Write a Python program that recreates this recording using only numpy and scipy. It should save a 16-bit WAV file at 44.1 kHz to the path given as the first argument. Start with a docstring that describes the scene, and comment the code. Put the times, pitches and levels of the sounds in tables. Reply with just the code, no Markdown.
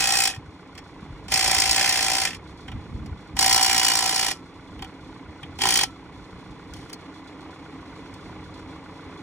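"""Hammering is heard at once: a cordless impact wrench works four wheel nuts of a farm tyre, outdoors.
Each blow is a chattering force on the damped modes of socket, hub and steel rim; lighter contacts clink
between nuts, and motor and gears whir as grainy noise. Some way off a four-cylinder diesel idles: timed
knocks and valve ticks on resonances, steady hums and a pulsing rush. Wind is low noise in gusts, with
short thumps. The sound is spread over two channels, left and right."""
import sys
import numpy as np
from scipy import signal
from scipy.fft import rfft, irfft, next_fast_len
from scipy.io import wavfile
from scipy.ndimage import map_coordinates

SR = 44100
rng = np.random.default_rng(int(sys.argv[2]) if len(sys.argv) > 2 else 0)


def write(x):
    x = np.atleast_2d(x).T
    wavfile.write(sys.argv[1], SR, np.round(np.clip(x, -1, 1) * 32767).astype(np.int16))

N = 406602


def amp(db):
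    """Decibel law: 20 dB is a factor of ten in amplitude."""
    return 10 ** (np.asarray(db) / 20)


def unit(x):
    """Normalization: x at rms 1."""
    return x / np.sqrt(np.mean(x ** 2) + 1e-20)


def along(points, hz):
    """Interpolation of (Hz, value) points on a logarithmic frequency axis."""
    point_hz, value = np.transpose(points)
    return np.interp(np.log(hz + 1), np.log(point_hz + 1), value)


def curve(rows):
    """Envelope: a (s, dB) table as gain per sample, at -150 dB outside its span."""
    s, db = np.transpose(rows)
    return amp(np.interp(np.arange(N) / SR, s, db, -150, -150))


def wobble(rate):
    """Slow random modulation: a smooth curve through `rate` random knots a second."""
    knots = rng.standard_normal(int(N * rate / SR) + 4)
    return map_coordinates(knots, [np.arange(N) * rate / SR])


def filtered(x, response):
    """Linear filtering: the spectrum of x times a complex response of frequency."""
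    n = x.shape[-1]
    padded = next_fast_len(n + SR // 2)
    hz = np.fft.rfftfreq(padded, 1 / SR)
    return irfft(rfft(x, padded) * response(hz), padded)[..., :n]


def noise(spectrum):
    """Coloured noise: two unrelated signals of one spectral shape, rms 1."""
    white = rng.standard_normal((2, N))
    return unit(filtered(white, lambda hz: amp(along(spectrum, hz))))


def ringing(modes, force):
    """Forced resonance: a rough force drives damped modes; a steady force of 1 gives rms 1."""
    def response(f):
        total = 0
        for k, (hz, width, db) in enumerate(modes):
            damping = 1j * f * width
            total = total + (-1) ** k * amp(db) * damping / (hz * hz - f * f + damping)
        return total / np.sqrt(np.mean(abs(total) ** 2))
    return filtered(force * rng.standard_normal((2, len(force))), response)


def strokes(s, db, rise, hold, t60):
    """Superposed contacts: each force rises, holds and decays 60 dB in t60 seconds; energies add."""
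    t = np.arange(SR // 10) / SR
    shape = (1 - np.exp(-t / abs(rise))) * amp(-60 * np.maximum(t - hold, 0) / t60)
    at = np.round(np.asarray(s) * SR).astype(int)
    inside = at < N
    energy = np.bincount(at[inside], amp(db)[inside] ** 2, N)
    return np.sqrt(abs(signal.fftconvolve(energy, shape ** 2)[:N]))


def struck(modes, s, db, swing, uneven_db, step=2.425):
    """Free vibration: blows start decaying modes, phased differently in the shared and the apart part."""
    t = np.arange(SR // 6) / SR
    k = np.arange(len(modes))[:, None]
    hz, width = np.array(modes)[:, :1], np.array(modes)[:, 1:2]
    fade = np.exp(-np.pi * width * t) * (1 - np.exp(-(t / swing) ** 2))
    phases = np.array([step * k, k + 1])  # shared part, apart part
    rings = fade * np.sin(2 * np.pi * hz * t + phases)
    gains = amp(np.transpose(db) + rng.normal(0, uneven_db, (len(s), len(modes))))  # db: a row a mode
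    out = np.zeros((2, N + SR))
    for at, gain in zip(np.round(s * SR).astype(int), gains):
        out[:, at:at + len(t)] += gain @ rings
    return out[:, :N]


# gusts of wind: start_s, level_db
GUSTS = [(0, -45), (.6, -52.5), (1.1, -42.5), (1.6, -46), (2.62, -47), (2.75, -38), (3.12, -37.5),
         (3.25, -49.5), (3.5, -42.5), (4.3, -55.5), (4.8, -47), (5.3, -50), (5.7, -41.5), (6.2, -51),
         (6.7, -44.5), (7.2, -59), (8, -49), (9.22, -49)]
# colour of the wind rumble: pitch_hz, relative level_db
BUFFET = [(15, -25), (40, -2.5), (70, 2.5), (130, -2.5), (250, -6.5), (500, -29), (900, -61)]
# thumps of single lumps of air: centre_s, pitch_hz, level_db
THUMPS = [(0.384, 118, -30), (0.49, 85, -34), (1.03, 181, -30.5), (1.108, 130, -31), (1.135, 48, -35),
          (1.482, 56, -34), (1.58, 79.4, -31.5), (1.701, 59.5, -36), (2.758, 70.4, -27),
          (3.001, 75.8, -25.5), (3.046, 89.2, -33), (3.126, 76, -25), (3.353, 62, -33), (4.813, 201, -32.5),
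          (4.82, 300, -36), (5.29, 90, -37), (5.442, 125, -34), (6.719, 90.5, -35)]


def wind():
    """Turbulent pressure: low noise swells in gusts, and lumps of air thump for a couple of swings."""
    out = curve(GUSTS) * unit(amp(3.5 * wobble(14)) * noise(BUFFET))
    half = 1500  # samples on either side of the centre
    t = np.arange(-half, half) / SR
    for s, hz, db in THUMPS:
        first = round(s * SR) - half
        thump = amp(db) * np.cos(2 * np.pi * hz * t) * np.exp(-(t * hz / .9) ** 2)
        out[:, first:first + len(t)] += thump
    return out


CYCLE_HZ = 7.5  # four-stroke cycles a second
# modes of the exhaust pipe (first row) and engine block: pitch_hz, width_hz
BLOCK = [(270, 10.2), (830, 64), (990, 22.5), (1140, 46), (1435, 54), (2200, 64)]
# cylinders: firing point (share of the cycle), then level_db of each BLOCK mode
CYLINDERS = [(0.2, -68.5, -44.5, -43, -52.5, -61, -56), (0.449, -50, -42.5, -56.5, -48.5, -38.5, -46),
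             (0.699, -49.5, -44, -49, -40, -57, -45), (0.948, -36.5, -39, -69, -65.5, -48, -43.5)]
# valve gear modes: pitch_hz, width_hz, relative level_db
VALVES = [(3430, 65, 4.5), (4170, 530, -1.5), (6000, 4200, -13)]
# steady tones of shafts and pump: pitch_hz, rms level_db before the engine gain
HUMS = [(91.5, -58), (156.1, -58), (181, -56), (311.6, -53), (1050, -65.5), (2013, -65.5)]
# colour of the fan and exhaust rush: pitch_hz, relative level_db
RUSH = [(35, -32), (60, -7), (119, -8.5), (188, -8.5), (235, -13), (300, -1.5), (341, -7.5), (454, -8),
        (591, -15.5), (1020, -13), (1620, -21), (2070, -19), (3070, -26), (6490, -44.5), (11500, -64),
        (22000, -100)]
# gain of the whole engine: start_s, level_db
ENGINE_GAIN = [(0, -4.5), (1, -1.5), (2.5, -1.5), (4.5, -2.5), (5.3, -0.5), (6.2, -1.5), (7.5, 0.5),
               (9.22, 1.5)]


def engine():
    """Periodic excitation: firings knock the block and swell the pipe, valves tick, shafts hum, a rush pulses."""
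    t = np.arange(N) / SR
    cycles = np.arange(int(N / SR * CYCLE_HZ) + 1)[:, None]
    share, *levels = np.transpose(CYLINDERS)
    fires = ((cycles + share) / CYCLE_HZ).ravel()
    levels = np.tile(levels, len(cycles))
    pipe = struck(BLOCK[:1], fires, levels[:1], 0.015, uneven_db=2.5)
    block = struck(BLOCK[1:], fires, levels[1:], 0.0023, uneven_db=0.2)

    # two ticks a firing, the second softer on average
    tick = np.arange(8 * len(cycles))
    tick_s = (tick + 0.33) / (8 * CYCLE_HZ)
    tick_db = rng.normal(-58.0, 2.65, len(tick)) - 3 * (tick % 2)
    valves = ringing(VALVES, strokes(tick_s, tick_db, 0.00048, 0.005, 0.18))

    hum = 0
    for hz, db in HUMS:
        level = np.sqrt(2) * amp(db + 1.95 * wobble(4.0))
        hum = hum + level * np.sin(2 * np.pi * hz * t + 0.6 * wobble(5))

    puffs = 1 + 0.14 * np.cos(8 * np.pi * CYCLE_HZ * t - 5.3)  # one swell a firing
    rush = amp(-45.0) * puffs * amp(.7 * wobble(12)) * noise(RUSH)
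    return curve(ENGINE_GAIN) * (pipe + block + valves + hum + rush)


def motor_level(full_s, brake_s, full_db, brake_db, coast_db_per_s):
    """Rotor inertia: (s, dB) points of one run as it spins up, runs, brakes and coasts."""
    slow_s, slow_db = brake_s + 0.018, brake_db - 12
    coast_s = 0.076
    return [(full_s - .04, full_db - 30.532), (full_s, full_db), (brake_s, brake_db), (slow_s, slow_db),
            (slow_s + coast_s, slow_db - coast_s * coast_db_per_s)]


# work on each nut: start_s
NUT_STARTS = [0, .5, 2.5, 4.5]


def nut_ringing(modes, force):
    """Forced resonance in spells: a rough force drives the modes, coloured as on the nut at work."""
    bounds = np.round(np.array(NUT_STARTS[1:]) * SR).astype(int)
    spells = []
    for k, spell in enumerate(np.split(force, bounds)):
        on_nut = [(hz, width, nut_db[k]) for hz, width, *nut_db in modes]
        spells.append(ringing(on_nut, spell))
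    return np.hstack(spells)


# motor runs: full_speed_s, brake_s, level_db at each of the two, coasting fall (dB a second)
RUNS = [(0, 0.311, -25.5, -29, 400), (1.321, 2.28, -26.5, -29, 150), (3.392, 4.318, -28, -29, 353),
        (5.616, 5.834, -31, -26, 450)]
# socket sliding off the anvil: start_s, level_db
SLIDE = [(6.73, -66), (6.745, -52), (6.8, -52.5), (6.86, -61), (6.92, -60), (6.96, -75)]
# colour of the gear noise: pitch_hz, relative level_db
GEARS = [(300, -8.5), (900, -3.5), (2000, -4), (5500, 1), (8000, -7.5), (11000, -5.5), (16000, -25)]
# steel modes of the hub, also played by steel(): pitch_hz, width_hz, relative level_db on each of four nuts
HUB = [(1818, 43, 3.5, 6, -12, -6), (1886, 68, 7, 2.5, 2.5, 5), (2014, 38, -8, 5, -1.5, -28),
       (2125, 51, -11, 4.5, -3, -27), (2388, 36, 1, 6.5, 2.5, 3), (2528, 50, 10, 0, -21, -1),
       (2657, 77, -2, 8.5, -15, -4), (2918, 40, -15, -24, 5.5, -1), (3063, 67, 5.5, 7, 2, 10),
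       (3222, 35, -1, 3.5, 2, 9), (3356, 28, 2, 1.5, -0.5, 0.5), (3660, 29, -16, -4, -4, -2.5)]
# the same columns for the socket, also played by steel()
SOCKET = [(4294, 22, -7, 1.5, 0, 0), (4425, 55, -3, 7, 2.5, 2), (4515, 60, 2, 8.5, 4.5, 5),
          (4920, 47, 4, 9.5, 5.5, 2), (5194, 65, 1.5, 9.5, 6, 0), (5507, 23, 1, 5.5, -11, -16),
          (5600, 46, -2, 4, 5.5, -20), (5686, 60, 1, -18, 3, -0.5), (6270, 66, -20, 5.5, -16.5, -5),
          (7160, 94, -3, 0, 0, -10), (7350, 44, 0, 3, -16, -24), (7660, 56, -1, -2, 0.5, -25),
          (8300, 60, -1, 4.5, -10, -10), (8840, 75, -8, -0.5, -4.5, -5)]


def whir():
    """Friction excitation: motor and gears grind in grains and keep the steel singing; a socket scrape joins."""
    level = sum(curve(motor_level(*run)) for run in RUNS) + curve(SLIDE)
    grains = level * amp(2.24 * wobble(250))
    return grains * amp(-1.5) * noise(GEARS) + amp(-6.5) * nut_ringing(SOCKET + HUB, grains)


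# steel modes of the rim: pitch_hz, width_hz, relative level_db on each of four nuts
RIM = [(372, 71, -13, -5, -8.5, -1.5), (596, 104, -27, 3.5, -14.5, -15), (710, 240, -13, -16, -6, -20),
       (772, 47.3, 6, 8.5, 4, -0.5), (837, 77, -1, -26, -8, 2.5), (984, 87, -21, 5, 3.5, 1),
       (1330, 5.7, -22, -22, -22.5, -27.5)]
# broad rattle around the rim modes: pitch_hz, relative level_db
RIM_RATTLE = [(300, -41), (550, -19), (750, -10.5), (1100, -4.5), (1400, -42), (2000, -49)]
# the same columns for the hub
HUB_RATTLE = [(900, -51), (1400, -0.5), (1900, 2), (3200, -0.5), (4000, -10.5), (5000, -35)]
# the same columns for the socket
SOCKET_RATTLE = [(3000, -27.5), (4000, -4), (5500, -4.5), (8000, -5.5), (10000, -8), (12000, -6),
                 (16000, -7)]


def steel(s, socket_db, rim_db, hub_db, chatter_s, dies_s):
    """Impact on coupled bodies: socket and hub ring and rattle promptly, the heavy rim swings up later."""
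    s = s + rng.normal(0, .00008, len(s))  # slight timing scatter, in seconds
    nut = np.searchsorted(NUT_STARTS, s, "right") - 1

    def favoured(modes):
        """Modal coupling: each nut drives the modes its own way, in dB."""
        return np.array(modes)[:, 2 + nut]

    chatter = amp(1.6 * wobble(700))  # loose fits bounce many times in one blow
    socket = chatter * strokes(s, socket_db, 0.00027, chatter_s, dies_s)
    hub = chatter * strokes(s, hub_db, 0.00034, 0.49 * chatter_s, 1.66 * dies_s)
    rim = strokes(s, rim_db, 0.00081, 0.0039, 0.0097)
    rattle = socket * amp(-0.67) * noise(SOCKET_RATTLE)
    rattle += hub * amp(-5.0) * noise(HUB_RATTLE)
    rattle += rim * amp(-14.0) * noise(RIM_RATTLE)
    driven = amp(-6.0) * nut_ringing(SOCKET, socket) + amp(-8.5) * nut_ringing(HUB, hub)

    low_rim, high_rim = RIM[:5], RIM[5:]
    rings = struck(SOCKET, s, socket_db - 13 + favoured(SOCKET), 0.0016, uneven_db=1.5)
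    rings += struck(HUB, s, hub_db - 11.5 + favoured(HUB), 0.0019, uneven_db=2.5)
    rings += struck(low_rim, s, rim_db + favoured(low_rim) + 3.0, 0.0064, uneven_db=2.0, step=3.77)
    rings += struck(high_rim, s, rim_db + favoured(high_rim) + 3.5, 0.0042, uneven_db=1.5)
    return rattle + driven + rings


# force of the blows: start_s, socket level_db, rim level_db, hub level_db,
# extra level_db of every second blow on the socket, the same on the hub
FORCE = [(0, -21, -30, -22.5, -6, 1), (.12, -19, -23, -23, 1.5, -3), (.26, -15.5, -28.5, -21.5, -3, 1),
         (1.32, -17.5, -27, -22, 5.5, -2), (1.41, -19.5, -30, -22, -1, 0), (1.47, -21, -22, -22.5, 9, -5),
         (1.6, -19, -26, -22, 5, 4), (1.72, -21.5, -29, -25, 1, 5), (1.8, -19, -26.5, -19, 0, -5),
         (1.899, -21, -28, -23, 4, 2), (2.0, -22.5, -29, -23, -2, 3), (2.1, -21, -25, -24.5, 1, -3),
         (2.26, -24, -30.5, -24.5, -5, -9), (3.39, -15.5, -23, -25.5, -4, -9),
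         (3.43, -16.5, -17.5, -19.5, -3, 3), (3.6, -13.5, -19, -20, -2.5, 2), (3.7, -18, -21, -20, -1, 1),
         (3.85, -16, -22.5, -20, 1.5, 2), (4, -20.5, -22, -24, 3, 3.5), (4.15, -20, -26, -25.5, 5, 6),
         (4.29, -22.5, -26.5, -23.5, 3, 1), (5.61, -18, -24, -17, 1, 8), (5.645, -20, -14, -19.5, 0, 0),
         (5.73, -17, -28, -22.5, 4, -6), (5.8, -17, -27, -22.5, 5, -12)]
# blows that differ from their neighbours on the socket: start_s, added level_db
ODD_BLOWS = [(1.6, 6), (1.711, 5.5), (1.744, 0), (1.761, 2), (1.892, 4), (2.024, 3.5), (3.544, 1),
             (3.594, -9.5), (3.779, 3), (3.812, -4), (3.847, 1), (3.882, 2), (3.97, 4), (4.126, -4),
             (5.688, 3), (5.756, 4)]


def hammer(speed):
    """Rotary impact: one blow for every half turn of the hammer, its two lugs taking turns."""
    s, rate = np.transpose(speed)
    t = np.arange(s[0], s[-1], 1 / SR)
    struck_so_far = np.cumsum(np.interp(t, s, rate)) / SR
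    k = np.arange(int(struck_so_far[-1]) + 1)
    at = np.interp(k, struck_so_far, t)
    force_s, *columns = np.transpose(FORCE)
    socket_db, rim_db, hub_db, second_db, hub_second_db = [np.interp(at, force_s, c) for c in columns]
    odd_db = sum(db * (abs(at - odd_s) < .006) for odd_s, db in ODD_BLOWS)
    lug = k % 2 - .5
    uneven, hub_uneven = rng.normal(0, 0.52, (len(k), 2)).T  # dB from blow to blow
    socket_db = socket_db + second_db * lug + odd_db + uneven
    rim_db = rim_db + 0.51 * second_db * lug
    hub_db = hub_db + hub_second_db * lug + hub_uneven
    return [at, socket_db, rim_db, hub_db]


# hammer speed, one table a nut, from first blow to trigger release: start_s, rate (blows a second)
SPEED = [
    [(.0048, 59.7), (.13, 61.4), (.255, 59.6)],
    [(1.3189, 48.7), (1.36, 58.3), (1.43, 58.1), (1.5, 58.4), (1.57, 56.0), (1.65, 52.5), (1.72, 58.6),
     (1.8, 61.4), (1.9, 61.8), (1.97, 61.6), (2.04, 51.6), (2.1, 57.8), (2.17, 60.7), (2.255, 56.5)],
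    [(3.39, 55.0), (3.46, 59.6), (3.55, 60.3), (3.63, 58.5), (3.69, 60.6), (3.76, 58.6), (3.83, 58.8),
     (3.91, 56.3), (3.99, 56.2), (4.07, 59.1), (4.15, 58.8), (4.22, 59.4), (4.286, 51.0)],
    [(5.6158, 52.3), (5.66, 56.6), (5.72, 59.8), (5.793, 59.1)],
]
# last blows while the hammer slows: start_s, socket level_db, rim level_db, hub level_db
LAST_BLOWS = [(.273, -18.5, -24.5, -21.5), (.2994, -32, -33, -34), (2.2714, -36, -48, -24.5),
              (2.286, -35, -42, -32), (4.3116, -24, -28, -25.5), (5.8097, -20, -24, -21.5),
              (5.8322, -18.5, -18.5, -19.5)]
# socket touching a nut or the anvil: start_s, socket level_db, rim level_db, hub level_db
CLINKS = [(.3274, -59, -42, -41), (0.3352, -49, -45, -34), (0.3466, -38, -50, -38),
          (0.3595, -43, -46, -39.5), (0.751, -49, -55, -47), (0.777, -41, -52, -38),
          (0.7863, -45, -56, -46), (1.282, -36.5, -43, -36), (1.3124, -40.5, -39, -33),
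          (2.305, -35, -48, -31), (2.3184, -43, -55, -39), (2.33, -42, -60, -33), (2.346, -38, -62, -38),
          (2.6804, -45, -34, -33.5), (2.716, -48, -41, -37.5), (3.0599, -44.5, -46, -47),
          (3.367, -25.5, -26.5, -27), (4.791, -48, -61, -41), (4.8219, -35.5, -25.5, -32),
          (4.844, -41, -35, -37.5), (5.4307, -45, -39, -32.5), (5.5875, -30.5, -30.5, -32),
          (5.607, -39, -34, -25), (6.7363, -37, -54, -43), (6.7665, -47, -55, -53), (6.897, -41, -52, -45),
          (6.9298, -31.5, -49, -41), (6.941, -43, -55, -60), (8.139, -45.5, -50, -55)]


def wrench():
    """Contact duration: hammer blows chatter for a while, light touches are short; both ring the same steel."""
    blows = np.hstack([hammer(speed) for speed in SPEED] + [np.transpose(LAST_BLOWS)])
    hammering = steel(*blows, chatter_s=0.0049, dies_s=0.023)
    clinking = steel(*np.transpose(CLINKS), chatter_s=0.00053, dies_s=0.032)
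    return hammering + clinking


# likeness of the two channels: pitch_hz, coherence (1 is alike)
ALIKE = [(60, .98), (180, .94), (600, .98), (1800, .93), (2700, .68), (3700, .35), (4800, .82), (5300, .5),
         (7000, .75), (10000, .65), (11500, .95), (16000, .96)]
# phase difference of left and right channel, the top treble nearly in opposition: pitch_hz, phase (radians)
PHASE_DIFFERENCE = [(0, 0), (2150, 0), (2760, 2), (3360, 1.2), (4220, 3.6), (4650, 3.1), (5170, 3.7),
                    (5430, 6.8), (6030, 6.6), (6720, 7.4), (9820, 8.2), (11500, 9.35), (16500, 9.45)]


def stereo(sound, side):
    """Interchannel coherence: a shared part and an apart part mix into left and right, shifted in phase."""
    def turn(hz):
        """Coherence as a mixing angle in radians."""
        return np.arccos(np.clip(along(ALIKE, hz), -1, 1)) / 2

    def left(hz):
        """Half the level and phase difference, for the left channel."""
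        return amp(along(side, hz) / 2) * np.exp(.5j * along(PHASE_DIFFERENCE, hz))

    shared, apart = filtered(sound, lambda hz: np.array([np.cos(turn(hz)), np.sin(turn(hz))]))
    pair = np.array([shared + apart, shared - apart])
    return filtered(pair, lambda hz: np.array([left(hz), 1 / left(hz)]))


# balance of engine and wind: pitch_hz, left minus right level_db
YARD_SIDE = [(60, -0.5), (240, -3), (950, -0.5), (3770, -3), (15000, 2)]
# balance of the wrench at the wheel: pitch_hz, left minus right level_db
WRENCH_SIDE = [(60, -2.5), (130, 3.5), (290, -1.5), (640, -3), (1410, -3.0), (3100, -2.0), (6820, 0.5),
               (15000, 0.5)]


def scene():
    """Superposition: the yard and the wrench add in two channels, each with its own balance."""
    yard = stereo(wind() + engine(), YARD_SIDE)
    return yard + stereo(whir() + wrench(), WRENCH_SIDE)


TOP_HZ = 16000  # nothing passes above


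def record(dry):
    """Soft saturation and band limiting: peaks round off, then the top 200 Hz of the band fade out."""
    pair = dry / (1 + abs(dry / .75) ** 4) ** (1 / 4)
    return filtered(pair, lambda hz: np.clip((TOP_HZ - hz) / 200, 0, 1) ** 2)


dry = scene()
out = record(dry)
write(out)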